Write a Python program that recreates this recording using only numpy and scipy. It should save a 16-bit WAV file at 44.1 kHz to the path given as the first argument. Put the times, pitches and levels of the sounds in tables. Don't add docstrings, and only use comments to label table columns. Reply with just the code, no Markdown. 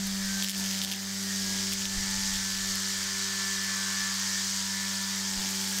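import sys
import numpy as np
from scipy import signal
from scipy.io import wavfile
from scipy.ndimage import uniform_filter1d

SR = 44100
rng = np.random.default_rng(int(sys.argv[2]) if len(sys.argv) > 2 else 0)


def volts_from_db(level):
    exponent = np.asarray(level, float) / 20
    return 10 ** exponent


def materialize(psi):
    bounded = np.clip(np.atleast_2d(psi).T, -1, 1)
    quanta = np.round(bounded * 32767).astype(np.int16)
    wavfile.write(sys.argv[1], SR, quanta)


N = 255780


def evened(x):
    return x / np.sqrt(np.mean(x ** 2) + 1e-20)


def curves(rows):
    s, *columns = np.transpose(rows)
    return [np.interp(np.arange(N) / SR, s, c) for c in columns]


def bell(s, half_s):
    coarse_s = np.arange(0, N, 16) / SR
    return np.repeat(np.exp(-((coarse_s - s) / half_s) ** 2), 16)[:N]


def swells(rows):
    return sum(volts_from_db(db) * bell(s, half_s) for s, half_s, db in rows)


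def drift(per_s):
    knots = uniform_filter1d(rng.standard_normal(400), 3)
    return evened(np.interp(np.arange(N) / SR * per_s * 3, np.arange(400), knots))


def noise(spectrum, patchy_db, size=512):
    frames, hz = 4 * N // size + 5, np.fft.rfftfreq(size, 1 / SR)
    real, imag, patches = rng.standard_normal((frames, len(hz), 3)).T
    patches = uniform_filter1d(patches, 7, 0)
    patches = evened(uniform_filter1d(patches, 16, 1))
    f, db = np.transpose(spectrum)
    colour_db = np.interp(np.log(hz + 1), np.log(f), db, -90, -90)[:, None]
    z = (real + 1j * imag) * volts_from_db(colour_db + patchy_db * patches)
    return evened(signal.istft(z, nperseg=size, noverlap=3 * size // 4)[1][:N])


def throb(turns, lag, turn_db, pass_db):
    angle = 2 * np.pi * (turns - lag)
    return evened(volts_from_db(turn_db * np.cos(angle) + pass_db * np.cos(2 * angle)))


# (time [s], half length [s], sag [turns/s])
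SAGS = [
    (.76, .15, 1.12),
    (1.22, .2, -.22),
    (1.55, .11, .65),
    (2.0, .2, .1),
    (2.47, .15, .68),
    (2.78, .2, .25),
    (3.75, .2, .2),
    (4.3, .42, .45),
    (5.52, .17, .68),
    (5.8, .1, .2),
]


def shaft_turns():
    free_turns_per_s = 97.34
    sag = sum(depth * bell(s, half_s) for s, half_s, depth in SAGS)
    return np.cumsum(free_turns_per_s - sag) / SR - .1


# (time [s], line-pass hum [dB], nearness to the microphone [dB])
SWING = [(0, -34, -2.5), (.4, -35, 1), (.65, -35.5, 0.5), (.85, -38, -0.5), (1.1, -37.5, -1),
         (1.35, -35.5, 1.5), (1.6, -37, 2), (1.95, -38, 1.5), (2.18, -37.5, 2), (2.35, -39, 3),
         (2.54, -41.5, 1), (2.7, -39.5, 2.5), (3.07, -44, 1.5), (3.75, -41.5, 2), (4.5, -42, 2.5),
         (4.75, -40.5, 1), (5.22, -39.5, 1), (5.8, -39, 1.5)]


def swing():
    return curves(SWING)


# (time [s], how far it faces [0-1])
FACING = [(0, 0.18), (.3, 0.3), (.6, 0.24), (1.1, 0.1), (1.5, 0.36), (1.8, 0.43), (2.1, 0.7), (2.5, 0.45),
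          (3.0, 0.67), (3.7, 1.0), (4.1, 1), (4.6, 0.55), (5.5, 0.55), (5.8, .5)]


def engine_facing():
    return curves(FACING)[0]


def housing():
    facing = engine_facing()
    shroud_db = -46.0 + 5.5 * facing
    exhaust_db = -56.0 + 7 * facing
    return shroud_db, exhaust_db


def line_hum(turns, hum_db):
    return volts_from_db(hum_db) * np.sqrt(2) * np.cos(2 * np.pi * 2 * turns)


# (multiple of the turn rate, level [dB])
ORDERS = [(1, -13), (2, 0), (3, -28.5), (4, -20.5), (5, -34.5), (6, -23.5), (7, -25.5), (8, -24.5),
          (9, -22), (10, -19.5), (11, -22), (12, -19.5), (13, -21.5), (14, -16), (15, -17.5), (16, -21),
          (17, -20), (18, -18.5), (19, -17.5), (20, -19.5), (21, -21), (22, -23.5), (23, -21.5), (24, -19),
          (25, -23.5), (26, -38)]
# (order, time [s], half length [s], level [dB])
FLARES = [(16, 0.36, 0.091, -45.5), (19.5, .27, 0.063, -48), (18.5, 0.34, 0.21, -53),
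          (17.5, 0.28, 0.12, -50), (8, 0.92, 0.091, -59), (20, 1.24, 0.036, -52), (19, 1.32, 0.05, -49),
          (17, 1.52, 0.17, -48.5), (4, 1.54, 0.44, -57.5), (19, 2.24, 0.12, -55), (9, 2.15, 0.22, -57),
          (10, 2.1, 0.12, -69), (16, 2.46, 0.077, -49.5), (19, 2.72, .1, -55), (13.5, 2.8, 0.13, -56),
          (4, 3.26, 0.54, -58.5), (14, 3.4, .2, -64), (11, 3.78, 0.72, -61), (16, 3.85, 0.08, -47),
          (12, 4, 0.35, -57), (17, 4.1, .25, -55.5), (19, 4.25, .15, -53), (18.5, 4.37, 0.047, -46),
          (10, 4.77, 0.37, -55.5), (15, 5.0, .1, -56), (19, 5.3, 0.11, -57), (17, 5.45, 0.09, -57),
          (9, 5.56, 0.4, -55.5), (4, 5.62, 0.15, -60.5), (17, 5.78, .1, -52)]
# (time [s], half length [s], level [dB])
WHINE = [
    (.75, 0.51, -54),
    (2.0, 0.29, -49),
    (2.585, 0.38, -49),
    (3.1, 0.22, -55),
    (3.632, 0.37, -41),
    (4.034, 0.074, -45),
    (4.356, 0.078, -48),
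    (4.953, 0.38, -48),
]


def shaft_orders(turns, hum_db):
    shroud_db, exhaust_db = housing()
    timing_scatter = 0.0017 * drift(per_s=22.0)
    flares = [*FLARES, *((18, *row) for row in WHINE)]
    half_orders = [(half, -30.0) for half in (13.5, 17.5, 18.5, 19.5)]
    out = np.zeros(N)
    for k, db in [*ORDERS, *half_orders]:
        if k == 2:
            continue
        waver_db, phase = drift(per_s=9.0), rng.random()
        if k == 1:
            around_db = -44.0 + 3.7 * bell(1.9, 1.0)
        elif k < 9:
            around_db = 0.63 * hum_db - 18.0
        elif k < 16:
            around_db = exhaust_db + 7.0
        else:
            around_db = shroud_db
        steady = volts_from_db(db + 2.5 + around_db + min(0.51 * k, 2.2) * waver_db)
        flare = swells([row for order, *row in flares if abs(order - k) < .25])
        size = steady + flare * volts_from_db(min(0.17 * k, 1.3) * waver_db)
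        out += size * np.sqrt(2) * np.cos(2 * np.pi * (k * (turns + timing_scatter) + phase))
    return out


# (frequency [Hz], level [dB per Hz])
HISS = [(330, -69), (450, -18), (800, -23), (1500, -19.5), (2650, -11.5), (3200, -5), (4100, -3), (4700, 1),
        (6500, 0), (8000, -4.5), (9500, -17.5), (12000, -22)]


def line_hiss(turns, hiss_db):
    return volts_from_db(hiss_db + 0.8) * noise(HISS, patchy_db=0.84) * throb(turns, lag=0.12, turn_db=0.8, pass_db=0.92)


# (frequency [Hz], level [dB per Hz])
ROAR = [(1200, -39), (1500, -3.5), (1750, -0.5), (2200, -3), (2650, -13.5), (3300, -4)]
# (frequency [Hz], level [dB per Hz])
EXHAUST = [(450, -42), (800, -4), (1100, 2.5), (1400, 4), (1800, -5)]


def engine_roar(turns):
    shroud_db, exhaust_db = housing()
    shroud = volts_from_db(shroud_db - 2.5) * noise(ROAR, patchy_db=2.15, size=1024)
    shroud *= throb(turns, lag=-0.046, turn_db=1.7, pass_db=1.5)
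    exhaust = volts_from_db(exhaust_db - 0.5) * noise(EXHAUST, patchy_db=-0.1, size=1024)
    exhaust *= throb(turns, lag=0.54, turn_db=-1.6, pass_db=3.0)
    return shroud + exhaust


def puffs(turns, lag, sharp, uneven_db):
    halves = 2 * (turns - lag) + 4
    strength_db = uneven_db * rng.standard_normal(int(halves[-1]) + 2)
    strength_db[1::2] -= 4.0
    burst = np.exp(-sharp * (halves % 1 - .5) ** 2)
    away = np.clip(1 - engine_facing(), 0, 1)
    return evened(0.4 + 0.68 * away ** 2 + volts_from_db(strength_db[halves.astype(int)]) * burst)


# (frequency [Hz], level [dB per Hz])
FIZZ = [(6000, -9), (9000, 3.5), (10500, -1.5), (11300, -1), (12100, 1), (13000, 0.5), (15500, -3),
        (17000, -24)]
# (time [s], fizz gain [dB])
SHREDS = [
    (.07, 3),
    (.44, 10),
    (.5, 8),
    (.52, 3),
    (.58, 5),
    (.6, 4),
    (.84, 8.5),
    (.92, 3),
    (1.73, 6),
]


def tip_fizz(turns, hiss_db):
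    shred_db = sum(db * bell(s, 0.013) for s, db in SHREDS)
    round_db = 4.0 * bell(5.8, .35)
    fizz_db = hiss_db - 12.5 + round_db + shred_db
    return volts_from_db(fizz_db) * noise(FIZZ, patchy_db=0.7) * puffs(turns, lag=-.05, sharp=13.0, uneven_db=2.5)


# (frequency [Hz], level [dB per Hz])
BUFFET = [(15, -10), (28, 1.5), (42, -6), (60, -6), (90, -16.5), (150, -31)]
# (time [s], half length [s], level [dB])
GUSTS = [(.05, .06, -59), (.25, 0.15, -53), (.6, 0.089, -62), (1.5, 0.15, -57), (1.727, 0.024, -50),
         (1.984, .03, -37.5), (2.145, 0.34, -50), (2.2, .03, -46), (2.35, .025, -41), (2.62, 0.069, -56),
         (2.73, .03, -51), (3.05, .1, -63), (5.386, .025, -42)]


def wind():
    calm_db = -65
    return (volts_from_db(calm_db) + swells(GUSTS)) * noise(BUFFET, patchy_db=-0.5, size=2048)


# (frequency [Hz], level [dB per Hz])
RUSTLE = [(70, -12), (110, -31), (160, 0.5), (230, -8.5), (280, -3), (340, -8), (600, -13), (1000, -7.5)]
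# (time [s], half length [s], level [dB])
BRUSHES = [(.02, 0.063, -64), (0.413, 0.053, -64), (0.608, 0.056, -55), (0.88, 0.13, -56.5),
           (1.527, 0.12, -56), (1.886, 0.15, -62.5), (2.266, 0.18, -64), (5.417, 0.098, -56),
           (5.745, 0.17, -63), (1.2, 0.12, -65), (2.9, .3, -80)]


def rustle():
    still_db = -66
    brushes = volts_from_db(still_db) + swells(BRUSHES)
    return brushes * volts_from_db(4.5) * noise(RUSTLE, patchy_db=-0.4, size=2048)


def snap(ring_db, bright_db):
    t = np.arange(600) / SR
    whip_s = .000045 * volts_from_db(.3 * ring_db)
    u = (t - .0003) / whip_s
    whip = -np.sin(1.4 * u + .4) * np.exp(-u ** 2 / 5)
    spit = volts_from_db(bright_db + 3.0) * np.cos(2 * np.pi * 11500 * t) * np.exp(-((t - .0003) / .00006) ** 2)
    late = np.maximum(t - .0002, 0)
    ring_hz = rng.uniform(3000, 3700)
    ring = volts_from_db(ring_db - 10) * np.sin(2 * np.pi * ring_hz * late) * np.exp(-late / .0006)
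    crackle = volts_from_db(-20) * rng.standard_normal(600) * np.exp(-late / .0015) * (late > 0)
    return signal.lfilter(*signal.butter(2, 2200, "high", fs=SR), whip + spit + ring + crackle)


# (time [s], peak [dB], woody ring near 3 kHz [dB], brightness [dB])
SNAPS = [(0.0701, -19, 2, 1), (0.4247, -10, 4, -7), (0.4452, -11, 2, -8), (0.476, -17, 1, -13),
         (0.4862, -10.5, -4, -13), (0.4963, -11, 0, -8), (0.5015, -18, -1, -7), (0.5066, -19, -6, -8),
         (0.5170, -21, 2, -8), (0.5794, -19, -2, -4), (0.5987, -17, -6, -4), (0.6611, -19, 1, -11),
         (0.7124, -16, -1, -12), (0.7905, -17, 0, -8), (0.8169, -11, 1, -13), (0.8376, -17, 3, -8),
         (0.8483, -14, 1, -8), (0.9154, -14, 4, -6), (0.9206, -16, 4, -4), (0.9258, -14, 1, -13),
         (0.936, -19, 4, -6), (0.8267, -18, 0, -5), (1.7244, -18, 2, -13), (1.7299, -17, 3, -13),
         (1.7354, -12.5, -1, -6), (1.8197, -19, 3, -12), (1.8551, -14, 7, -14), (2.4593, -19, 0, -17),
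         (2.756, -14, -3, -3), (5.7865, -13, -2, -4)]


def thick_stems():
    out = np.zeros(N + 600)
    for s, db, ring_db, bright_db in SNAPS:
        at = round((s - .0003) * SR)
        out[at:at + 600] += volts_from_db(db - 1.2) * snap(ring_db, bright_db)
    return out[:N]


# (time [s], half length [s], share of passes that cut [0-1])
BITES = [
    (.46, .06, .35),
    (0.765, 0.15, 0.6),
    (0.933, 0.033, 0.18),
    (1.74, .03, .2),
    (2.4, .25, 0.097),
    (5.5, 0.13, 0.27),
]


def thin_stems(turns, hiss_db):
    passes = np.flatnonzero(np.diff(np.floor(2 * turns + .53)))
    luck, size, kind = rng.random((len(passes), 3)).T
    idle_share = 0.041
    cutting = idle_share + sum(share * bell(s, half_s) for s, half_s, share in BITES)
    struck = np.clip((cutting[passes] - luck) * 8 + .5, 0, 1)
    strength = struck * volts_from_db(hiss_db[passes] + 8 + 5 * size)
    out = np.zeros(N)
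    for k in range(4):
        train = np.zeros(N)
        train[passes] = ((kind * 4).astype(int) == k) * strength
        stem = snap(rng.uniform(4.5, 6.0), rng.uniform(-12, -3))
        out += signal.oaconvolve(train, stem)[:N]
    return out


# (time [s], level [dB], time to fall 60 dB [s])
CLUMPS = [
    (0.423, -31, 0.094),
    (.445, -38, 0.042),
    (0.816, -35, .1),
    (.838, -40, .06),
    (0.917, -41, 0.28),
    (1.724, -43, .08),
]


def thrash():
    woody = noise([(2300, -30), (2900, -3), (3400, 0), (3900, -4), (5000, -20)], patchy_db=1.5)
    t = np.arange(N) / SR
    return woody * sum(volts_from_db(db - 60 * np.maximum(t - s, 0) / t60) * (t > s) for s, db, t60 in CLUMPS)


# (time of deepest dip [s], depth [dB], recovery [s])
DUCKS = [
    (.47, 2, 0.093),
    (.53, 5.5, 0.019),
    (.875, 3, .05),
    (.96, 3, 0.28),
    (1.76, 2, 0.057),
    (1.88, 2, 0.065),
]


def ducking():
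    t = np.arange(N) / SR
    lost_db = np.zeros(N)
    for s, db, back_s in DUCKS:
        recovery = np.exp(-np.maximum(t - s, 0) / back_s)
        lost_db += db * np.where(t < s, bell(s, 0.043), recovery)
    return lost_db


def scene():
    hum_db, near_db = swing()
    hiss_db = -35.0 + near_db
    turns = shaft_turns()
    bed = line_hum(turns, hum_db) + shaft_orders(turns, hum_db)
    bed += line_hiss(turns, hiss_db) + engine_roar(turns) + tip_fizz(turns, hiss_db)
    bed += wind() + rustle()
    snaps = thick_stems() + thin_stems(turns, hiss_db)
    snaps += volts_from_db(-25) * np.roll(snaps, 18)
    return (bed / volts_from_db(ducking()) + snaps + thrash())[None]


def top_cut(x):
    return signal.sosfilt(signal.butter(12, 17050, fs=SR, output="sos"), x)


def record(dry):
    ceiling, edge_hz = .42, 15790
    edge = signal.firwin(1023, edge_hz, window=("kaiser", 10), fs=SR)
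    overloaded = ceiling * np.tanh(dry / ceiling)
    mix = signal.oaconvolve(overloaded, edge[None], "same")
    return top_cut(mix)


dry = scene()
out = record(dry)
materialize(out)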